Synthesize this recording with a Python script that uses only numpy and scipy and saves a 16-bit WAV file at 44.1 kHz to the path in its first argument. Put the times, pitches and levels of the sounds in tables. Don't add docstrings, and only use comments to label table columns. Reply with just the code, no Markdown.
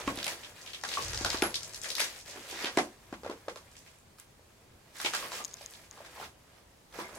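import sys
import numpy as np
from scipy import signal
from scipy.fft import rfft, irfft, next_fast_len
from scipy.io import wavfile
from scipy.ndimage import uniform_filter1d

SR = 44100
rng = np.random.default_rng(int(sys.argv[2]) if len(sys.argv) > 2 else 0)


def ratio(d):
    e = np.asarray(d, float) / 20
    return 10 ** e


def unload_wav(signal):
    wavfile.write(
        sys.argv[1],
        SR,
        np.round(np.clip(np.atleast_2d(signal).T, -1, 1) * 32767).astype(np.int16),
    )


N = 316638


def evened(x):
    return x / np.sqrt(np.mean(x ** 2) + 1e-20)


def peaked(x):
    return x / abs(x).max()


def read(points, hz):
    point_hz, value = np.transpose(points)
    return np.interp(np.log(hz + 1), np.log(point_hz + 1), value)


def curve(table, column):
    rows = np.array(table)
    return np.interp(np.arange(N) / SR, rows[:, 0], rows[:, column])


def add(mix, start_s, sound, pan_db, lag=1):
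    for side, sign, late in ((0, 1, 0), (1, -1, lag)):
        part = mix[side, round(start_s * SR) + late:][:len(sound)]
        part += ratio(sign * pan_db / 2) * sound[:len(part)]


def ring(hz, t60_s, rise_s=0.0001, size=4096):
    t = np.arange(size) / SR
    return ratio(-60 * t / t60_s) * (1 - np.exp(-t / rise_s)) * np.sin(2 * np.pi * hz * t)


def band(x, low_hz, high_hz):
    return signal.sosfilt(signal.butter(2, [low_hz, high_hz], "band", fs=SR, output="sos"), x)


def swells(start_s, hold_s, top_db, rise_db_per_s, fall_db_per_s, rest_db):
    t = np.arange(0, N + 64, 64)[:, None] / SR
    down_db = rise_db_per_s * np.maximum(start_s - t, 0)
    down_db = down_db + fall_db_per_s * np.maximum(t - start_s - hold_s, 0)
    power = (ratio(top_db - down_db) ** 2).sum(1) + ratio(rest_db) ** 2
    return np.interp(np.arange(N) / SR, t[:, 0], 10 * np.log10(power))


# start_s, left_right_db
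FEET = [
    (0, -2.5),
    (.8, 3),
    (2.0, 5.5),
    (2.5, -2),
    (3.2, 1),
    (3.8, -1.5),
    (5.0, -1.5),
    (6.0, 0.5),
    (7.18, -3.5),
]
# start_s, peak_db, pitch_hz, edge_db,
# room_db
SNAPS = [(0.0768, -24, 2600, -49, -24), (0.229, -26, 3600, -36, -10), (0.243, -21, 5200, -17, -14),
         (0.266, -23.5, 2350, -8.5, -4.5), (0.8368, -26, 1520, -50, -1), (0.8885, -25.5, 4600, -22, -8),
         (0.9384, -25.5, 3670, -36, -4.5), (1.1752, -24.5, 4900, -30, -9), (1.2474, -18, 4220, -40, -6),
         (1.3023, -20, 4300, -45, -7.5), (1.422, -15, 2700, -46, -15.5), (1.5428, -21.5, 4200, -30, -1),
         (1.7454, -31, 5150, -15.5, -2.5), (1.903, -22, 4350, -12, -8), (1.9525, -20, 4700, -16, -7),
         (1.982, -22.5, 2140, -17, -1.5), (1.998, -23, 5160, -11, 2), (2.0034, -18, 1900, -11, -8.5),
         (2.6452, -25, 2820, -38, -6), (2.6566, -22.5, 2940, -22, -9), (2.7724, -18, 1890, -47, -3),
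         (3.484, -32.5, 1580, -26, -4.5), (4.1988, -50, 6200, 7.5, -21), (5.0005, -28.5, 1525, -22, -1.5),
         (5.047, -21.5, 2930, -36, 0), (5.136, -21.5, 1480, -36, 0)]
# start_s, peak_db, pitch_hz
CHIPS = [(0.434, -36, 3000), (0.662, -36, 3120), (0.6902, -41, 3100), (0.7333, -31, 3100),
         (0.9164, -29.5, 3660), (1.106, -37.5, 2720), (1.133, -33, 1670), (1.1873, -34, 1670),
         (1.3304, -24.5, 1400), (1.8441, -29, 1940), (2.149, -46, 1780), (2.498, -39, 2850),
         (2.61, -33, 1740), (3.1266, -42.5, 1530), (3.234, -43, 1300), (3.2514, -46, 1360),
         (3.263, -44, 1780), (3.2988, -38.5, 1300), (3.31, -47, 1300), (3.5589, -37.5, 1320),
         (3.863, -46, 2350), (3.754, -48, 2510), (2.59, -35, 2000), (4.185, -48.5, 1430),
         (4.956, -44, 1570), (5.319, -33, 1310), (5.9782, -47, 1310), (6.0484, -39.5, 1790),
         (6.2, -42, 1390), (6.9265, -46, 1390), (6.9857, -39, 1270)]
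# start_s, peak_db, pitch_hz
SLIVERS = [(0.1735, -32, 4700), (0.1875, -30, 2900), (0.246, -31, 3600), (0.2795, -25.5, 5300),
           (0.614, -38.5, 5800), (0.6179, -43, 5800), (0.7698, -50, 4470), (0.8127, -38.5, 5230),
           (0.945, -34, 6000), (0.954, -35, 6000), (1.0227, -28.5, 4760), (1.0305, -33, 5800),
           (1.0465, -28, 5370), (1.0827, -27, 5300), (1.133, -27, 5540), (1.1452, -28, 4900),
           (1.1838, -34, 5500), (1.1884, -34, 6000), (1.2105, -28, 5300), (1.2192, -30, 5500),
           (1.265, -29, 5130), (1.372, -26, 4300), (1.5062, -41, 5530), (1.6074, -35, 5000),
           (1.632, -28, 5760), (1.6942, -41, 5000), (1.7279, -40, 6500), (1.7347, -34, 6270),
           (1.7761, -40, 6500), (1.8162, -31, 6500), (1.8353, -30, 6160), (1.886, -33, 6500),
           (1.8904, -29, 5760), (1.915, -34, 4030), (2.1612, -43, 5500), (2.189, -40, 5530),
           (2.1998, -43, 5500), (2.211, -41, 5500), (2.26, -41, 5500), (2.28, -35, 5730),
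           (2.298, -34, 6000), (2.3092, -40, 4430), (2.5106, -34, 5800), (3.7157, -50, 6500),
           (3.767, -40.5, 5940), (3.7887, -49, 6000), (3.823, -57, 6500), (3.875, -51, 6500),
           (3.986, -51, 8000), (5.4796, -41, 5500), (5.512, -42, 5500), (5.569, -42, 4870),
           (5.6147, -40, 4480), (5.7008, -46, 5940), (5.7366, -40, 3960), (5.927, -49, 6500),
           (7.144, -46, 4500), (7.15, -43, 6500)]
CHIP_EDGE_DB, CHIP_ROOM_DB, SLIVER_EDGE_DB, SLIVER_ROOM_DB = -25, -1.5, -32, -4.5


def cracks(near, far):
    t, pan_db = np.arange(2048) / SR, curve(FEET, 1)
    click = 1. * (t == 0)
    chips = [(*row, CHIP_EDGE_DB, CHIP_ROOM_DB) for row in CHIPS]
    slivers = [(*row, SLIVER_EDGE_DB, SLIVER_ROOM_DB) for row in SLIVERS]
    for k, (start_s, peak_db, hz, edge_db, room_db) in enumerate(SNAPS + chips + slivers):
        splinters = click + .6 * rng.standard_normal(2048) * ratio(-60 * t / .01)
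        for drive, mix, more_db in ((splinters, near, 2), (click, far[k % 3], room_db + 13)):
            body = band(drive, hz / 1.3, hz * 1.3)
            body = body + .6 * band(drive, max(hz / 2, 900), max(hz * 1.4, 6500))
            edge = band(band(drive, 5500, 12500), 4000, 14500)
            snap = peaked(body) + ratio(edge_db + 6) * peaked(edge)
            add(mix, start_s, ratio(peak_db + more_db) * snap, pan_db[round(start_s * SR)])


# start_s, peak_db
SPECKS = [(0.1572, -33), (0.243, -26), (0.267, -31), (0.2797, -36), (1.1058, -33), (1.2493, -28),
          (1.555, -26.5), (1.6785, -39), (1.7621, -37), (1.8357, -35), (1.9025, -31), (1.9529, -33),
          (1.982, -31), (1.9981, -31), (2.0028, -23), (2.1103, -46), (2.1495, -45), (2.1779, -42),
          (2.4877, -40), (2.4992, -36), (2.6214, -36), (2.632, -40), (2.6381, -35), (2.658, -45),
          (2.7868, -40), (3.565, -47), (3.791, -48), (3.959, -56), (4.9675, -44), (4.9868, -41),
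          (5.015, -31), (5.0601, -30), (5.1494, -24), (5.2838, -39), (5.6183, -40), (5.7004, -47),
          (5.7089, -40), (7.1548, -38)]
SPECK_LOW_HZ, SPECK_HIGH_HZ, SPECK_T60_S = 6500, 12800, 0.011


def specks(near, far):
    t, pan_db = np.arange(1024) / SR, curve(FEET, 1)
    for start_s, peak_db in SPECKS:
        burst = rng.standard_normal(1024) * ratio(-60 * t / SPECK_T60_S)
        flick = band(band(burst, SPECK_LOW_HZ, SPECK_HIGH_HZ), SPECK_LOW_HZ, 17000)
        flick = ratio(peak_db) * peaked(flick)
        add(near, start_s, flick, pan_db[round(start_s * SR)])
        add(far[2], start_s, flick, 0)


def grains(low_hz, high_hz, per_s, cycles, spread_db, count=16):
    clump = ratio(2.5 * evened(uniform_filter1d(rng.standard_normal(N), 500)))
    size = ratio(spread_db * np.minimum(rng.exponential(1, N), 3.5))
    size *= rng.random(N) < clump * per_s / SR
    size *= rng.choice([-1., 1.], N)
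    kind, out = rng.integers(0, count, N), np.zeros((2, N))
    for k, hz in enumerate(np.geomspace(low_hz, high_hz, count)):
        grain = ring(hz, cycles / hz, size=1024)
        one = signal.oaconvolve(size * (kind == k), grain / np.linalg.norm(grain))[:N]
        out += one * ratio((-1) ** k * np.array([[4.], [-4.]]))
    return evened(out) * ratio(curve(FEET, 1) * np.array([[.5], [-.5]]))


# start_s, hold_s, grit_db, scuff_db (glass grit; paper and carpet scuff)
PRESSES = [(0.0, 0.0055, -44.5, -41), (0.077, 0.008, -41, -41.5), (0.15, 0.019, -50, -62),
           (0.362, 0.14, -54, -55), (0.561, 0.23, -54.5, -56.5), (0.882, 0.14, -42, -48.5),
           (1.047, 0.33, -49, -47.5), (1.294, 0.047, -41, -48), (1.424, 0.03, -40, -38.5),
           (1.493, 0.29, -54.5, -56), (1.838, 0.073, -47, -49.5), (1.898, 0.018, -47, -55),
           (1.956, .015, -45, -52), (2.001, 0.048, -37, -50), (2.077, 0.11, -51.5, -57.5),
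           (2.266, 0.21, -51.5, -54.5), (2.487, 0.11, -47, -75), (2.723, 0.11, -52.5, -49.5),
           (2.846, 0.83, -66, -63.5), (3.71, 0.23, -65.5, -67), (4.45, 0.55, -94, -72),
           (4.961, 0.013, -50.5, -58), (5.005, 0.082, -42, -59), (5.142, 0.033, -39.5, -60),
           (5.322, 0.073, -44, -60), (5.43, 0.41, -60.5, -61), (5.61, 0.022, -55, -64),
           (5.726, 0.024, -57.5, -69), (5.92, 0.23, -60.5, -58.5), (6.164, 0.073, -59, -53.5),
           (6.944, 0.073, -52.5, -47), (7.057, 0.17, -58.5, -50.5)]
PRESS_DB_PER_S, LIFT_DB_PER_S, REST_DB = 614, 256, -73
DUST_DB, DUST_FOLLOW = -58, 0.72
# peak_s, spread_s, grit_db, scuff_db, dust_db
SLIDES = [
    (0.319, 0.24, -41, -43, -48.5),
    (2.025, 0.067, -50, -43.5, -56),
    (2.667, 0.17, -38.5, -39.5, -57),
    (4.2, 0.02, -62, -80, -59),
    (5.186, 0.21, -48, -48.5, -53),
    (5.253, 0.22, -45, -44.5, -50),
    (5.37, 0.18, -45.5, -46.5, -51),
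    (6.243, 0.14, -49.5, -52, -55),
    (6.58, 0.34, -66.5, -62, -73),
    (7.01, 0.058, -49.5, -50, -55),
]
SLIDE_DB, STOP_DB_PER_S, SLIDE_HOLD_S = 16.5, 439, 0.017


def crunch():
    start_s, hold_s, grit_db, scuff_db = np.transpose(PRESSES)
    grit_db = swells(start_s, hold_s, grit_db, PRESS_DB_PER_S, LIFT_DB_PER_S, REST_DB)
    scuff_db = swells(start_s, hold_s, scuff_db, PRESS_DB_PER_S, LIFT_DB_PER_S, REST_DB)
    dust_db = DUST_DB + DUST_FOLLOW * (grit_db + 50)

    peak_s, spread_s, *slide_levels_db = np.transpose(SLIDES)
    slide_start_s, build_db_per_s = peak_s - SLIDE_HOLD_S / 2, SLIDE_DB / spread_s
    slid_grit, slid_scuff, slid_dust = [
        ratio(swells(slide_start_s, SLIDE_HOLD_S, db, build_db_per_s, STOP_DB_PER_S, -120))
        for db in slide_levels_db]

    grit = ratio(grit_db) * grains(1800, 7500, 2600, 8, 2.6)
    grit = grit + slid_grit * grains(1400, 5600, 3000, 8, 2.3)
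    scuff = np.hypot(ratio(scuff_db), slid_scuff) * grains(400, 2100, 1500, 6, 2.3)
    dust = np.hypot(ratio(dust_db), slid_dust) * grains(7000, 14000, 5000, 5, 2.5)
    return ratio(-2) * band(grit + scuff + dust, 180, 20000)


TWIN_SHARE, TWIN_RATIO = 0.35, 1.09


def strike(near, far, start_s, peak_db, hz, t60_s, room_db, rough_share):
    t = np.arange(4096) / SR
    thump = peaked(band(1. * (t == 0), 197, 1750))
    modes = ring(hz, t60_s, 1 / hz) + TWIN_SHARE * ring(hz * TWIN_RATIO, t60_s / 2, 1 / hz)
    piece = peaked(band(modes, 185, 4200))
    burst = rng.standard_normal(4096) * ratio(-60 * t / 0.07) * (1 - np.exp(-t / 0.00017))
    rough = peaked(band(burst, 420, 1050))
    air_s = start_s + .001
    add(near, air_s - .005, ratio(peak_db - 22) * ring(300, .02, .002), 1.5)
    add(near, air_s, ratio(peak_db - 5) * (piece + rough_share * rough), 1.5, 4)
    add(far, air_s, ratio(peak_db + room_db - 3.5) * (.6 * piece + 2.04 * thump), 0)


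# start_s, peak_db, pitch_hz, room_db
KNOCKS = [(0.074, -23.5, 283, 2.5), (0.174, -30, 290, 1), (0.262, -30.5, 750, 2), (0.834, -29.5, 835, -0.5),
          (1.209, -27.5, 306, 0.5), (1.2466, -17.5, 1490, -0.5), (1.343, -23.5, 320, -11),
          (1.4225, -12, 345, -5), (1.999, -27.5, 620, -6.5), (2.357, -38.5, 370, 9),
          (2.526, -32.5, 375, 2.5), (2.641, -25.5, 340, -7), (2.7725, -10, 350, -2),
          (3.125, -25.5, 293, -3), (3.232, -31, 477, 0.5), (3.246, -28, 563, -6), (3.261, -25, 540, -4),
          (3.295, -23.5, 356, -6), (3.311, -27.5, 513, -5), (3.48, -22, 513, -5.5), (3.561, -36.5, 526, -5),
          (4.391, -46.5, 530, -11), (4.997, -37, 1050, -20), (5.0458, -26, 374, 1),
          (5.135, -26, 1000, -5.5), (5.316, -35.5, 1030, 5.5), (5.609, -38.5, 655, -8),
          (5.973, -38.5, 1090, -2), (6.003, -37, 634, 0), (6.159, -41, 910, -7), (6.169, -41, 1100, -8),
          (6.179, -38, 960, -8), (6.1982, -32.5, 805, -11), (6.211, -36, 1010, -5), (6.986, -28, 335, 2.5)]
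KNOCK_T60_S = 0.015


def knocks(near, far):
    for k, (start_s, peak_db, hz, room_db) in enumerate(KNOCKS):
        strike(near, far[k % 3], start_s, peak_db, hz, KNOCK_T60_S, room_db, rough_share=.6)


# start_s, peak_db, pitch_hz, t60_s, room_db
CLACKS = [(0.0746, -25, 291, 0.092, 0), (0.0785, -18.5, 1087, 0.039, -10), (0.0755, -23, 590, .015, -1),
          (1.134, -41, 1550, .1, 8), (0.971, -18.5, 1137, 0.062, -2), (5.226, -32.5, 1104, 0.045, 4.5),
          (5.389, -37, 1200, 0.041, 9.5), (6.212, -38, 1430, 0.029, 8), (7.7, -42, 1500, .02, 6),
          (6.989, -29.5, 1015, 0.057, -2), (7.03, -47, 2125, 0.08, 13), (2.773, -16, 745, 0.02, 0.5),
          (5.048, -26.5, 2220, 0.0088, 7), (2.786, -23, 2020, 0.023, -6), (2.8, -30.5, 627, 0.034, -3.5),
          (1.425, -19, 1470, 0.014, 3.5)]


def clacks(near, far):
    for k, (start_s, peak_db, hz, t60_s, room_db) in enumerate(CLACKS, len(KNOCKS)):
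        strike(near, far[k % 3], start_s, peak_db, hz, t60_s, room_db, rough_share=.2)


# start_s, peak_db
ROD_HITS = [
    (1.4228, -37),
    (2.773, -50),
]
# mode_hz, level_db, t60_s
ROD = [(11055, 5, 0.12), (11083, 2, 0.13), (11270, -10, .15), (11800, -5, .06), (10700, -23, 0.18),
       (10000, -10, 0.13)]


def rod(near, far):
    chime = sum(ratio(db) * ring(hz, t60_s, size=12000) for hz, db, t60_s in ROD)
    for start_s, peak_db in ROD_HITS:
        add(near, start_s, ratio(peak_db) * chime, 0)
        add(far[0], start_s, ratio(peak_db + 3) * chime, 0)


# start_s, peak_db
TICKS = [
    (5.4411, -31),
    (5.4482, -21.5),
    (5.4523, -26),
    (5.5366, -37),
    (5.5406, -28),
    (5.6608, -28),
    (5.9113, -33.5),
]


def ticks(near):
    for start_s, peak_db in TICKS:
        shift = rng.uniform(.96, 1.04, 3)
        tick = ring(6650, .005, .0002)
        tick += .4 * ring(5200 * shift[0], .006, .0003)
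        tick += .3 * ring(4300, .003, .0002)
        tick += .12 * ring(8500 * shift[1], .004, .0001)
        tick += .1 * ring(13000 * shift[2], .004, .0001)
        add(near, start_s, ratio(peak_db) * peaked(tick), 5.0, 0)


# band_hz, t60_s
ROOM = [(150, 0.19), (500, 0.29), (1500, 0.14), (4000, 0.15), (9000, 0.24), (16000, 0.1)]
WALL_S, WALL_DB, GAP_DB = .0125, -5, -7


def room(x, size=20000):
    taps = np.zeros((2, size))
    at = np.arange(60, size - 20, 20)
    at = at + rng.integers(0, 20, (2, len(at)))
    np.put_along_axis(taps, at, rng.choice([-1., 1.], at.shape), 1)
    t = np.arange(size) / SR
    taps *= np.where(t < WALL_S, ratio(GAP_DB), 1 + ratio(WALL_DB) * np.exp(-(t - WALL_S) / .003))
    hz, frame_s, z = signal.stft(taps, SR, nperseg=128)
    decay = ratio(-60 * frame_s / read(ROOM, hz)[:, None])
    tail = signal.istft(z * decay, SR, nperseg=128)[1]
    tail /= np.linalg.norm(tail, axis=1)[:, None]
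    return signal.fftconvolve(x.mean(0)[None], tail, axes=1)[:, :N] * ratio([[-.5], [.5]])


# band_hz, gain_db
PORTS = [(60, -24), (250, -16), (500, -10.5), (1000, -3), (2000, 3.5), (4000, 4), (12000, -0.5)]


def ports(steps):
    mid, side = (steps[0] + steps[1]) / 2, (steps[0] - steps[1]) / 2
    size = next_fast_len(N + 4096)
    gain = ratio(read(PORTS, np.fft.rfftfreq(size, 1 / SR)))
    side = irfft(rfft(side, size) * gain, size)[:N]
    return np.array([mid + side, mid - side])


# peak_s, level_db, rise_db_per_s, fall_db_per_s
GUSTS = [
    (.08, -45, 300, 113),
    (1.1, -44.5, 113, 44),
    (1.22, -46, 100, 35),
    (3.26, -60.5, 40, 40),
    (6.26, -61, 130, 66),
]
CALM_DB = -68


def draught():
    both, apart = band(band(rng.standard_normal((2, N)), 31, 136), 38, 125)
    peak_s, top_db, rise_db_per_s, fall_db_per_s = np.transpose(GUSTS)
    level_db = swells(peak_s, 0, top_db, rise_db_per_s, fall_db_per_s, CALM_DB)
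    return ratio(level_db) * evened(both + 0.12 * apart * np.array([[1], [-1]]))


# band_hz, level_db_per_hz
HISS = [(59, -10), (100, -1), (230, -5.5), (500, -7.5), (1120, -12), (1350, -15), (7690, -22), (15800, -31)]
# band_hz, likeness_0_to_1
HISS_SAME = [(60, 1), (180, 0.85), (550, 0.21), (1650, 0.023), (4970, 0.046), (15000, 0.054)]
HISS_DB = -61.5


def hiss():
    frames, hz = N // 256 + 5, np.fft.rfftfreq(1024, 1 / SR)
    a, b, c, d, patches = rng.standard_normal((frames, 513, 5)).T
    patches = evened(uniform_filter1d(uniform_filter1d(patches, 12, 0), 14, 1))
    same = np.clip(read(HISS_SAME, hz), -1, 1)[:, None]
    left, other = a + 1j * b, c + 1j * d
    z = np.array([left, same * left + np.sqrt(1 - same ** 2) * other])
    z *= ratio(read(HISS, hz)[:, None] + 1.1 * patches)
    return ratio(HISS_DB) * evened(signal.istft(z, nperseg=1024, noverlap=768)[1][:, :N])


def scene():
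    near, far = np.zeros((2, N)), np.zeros((3, 2, N))
    cracks(near, far)
    specks(near, far)
    rolling = crunch()
    far[1] += ratio(-3) * rolling
    knocks(near, far)
    clacks(near, far)
    rod(near, far)
    ticks(near)
    steps = near + rolling + sum(room(x) for x in far)
    return ports(steps) + draught() + hiss()


def band_limit(x):
    return signal.sosfilt(signal.butter(12, 16490, fs=SR, output="sos"), x)


EDGE_HZ = 16100


def record(dry):
    edge = signal.firwin(511, EDGE_HZ, window=("kaiser", 9), fs=SR)
    mix = signal.oaconvolve(dry, edge[None], "same")
    return band_limit(mix)


dry = scene()
out = record(dry)
unload_wav(out)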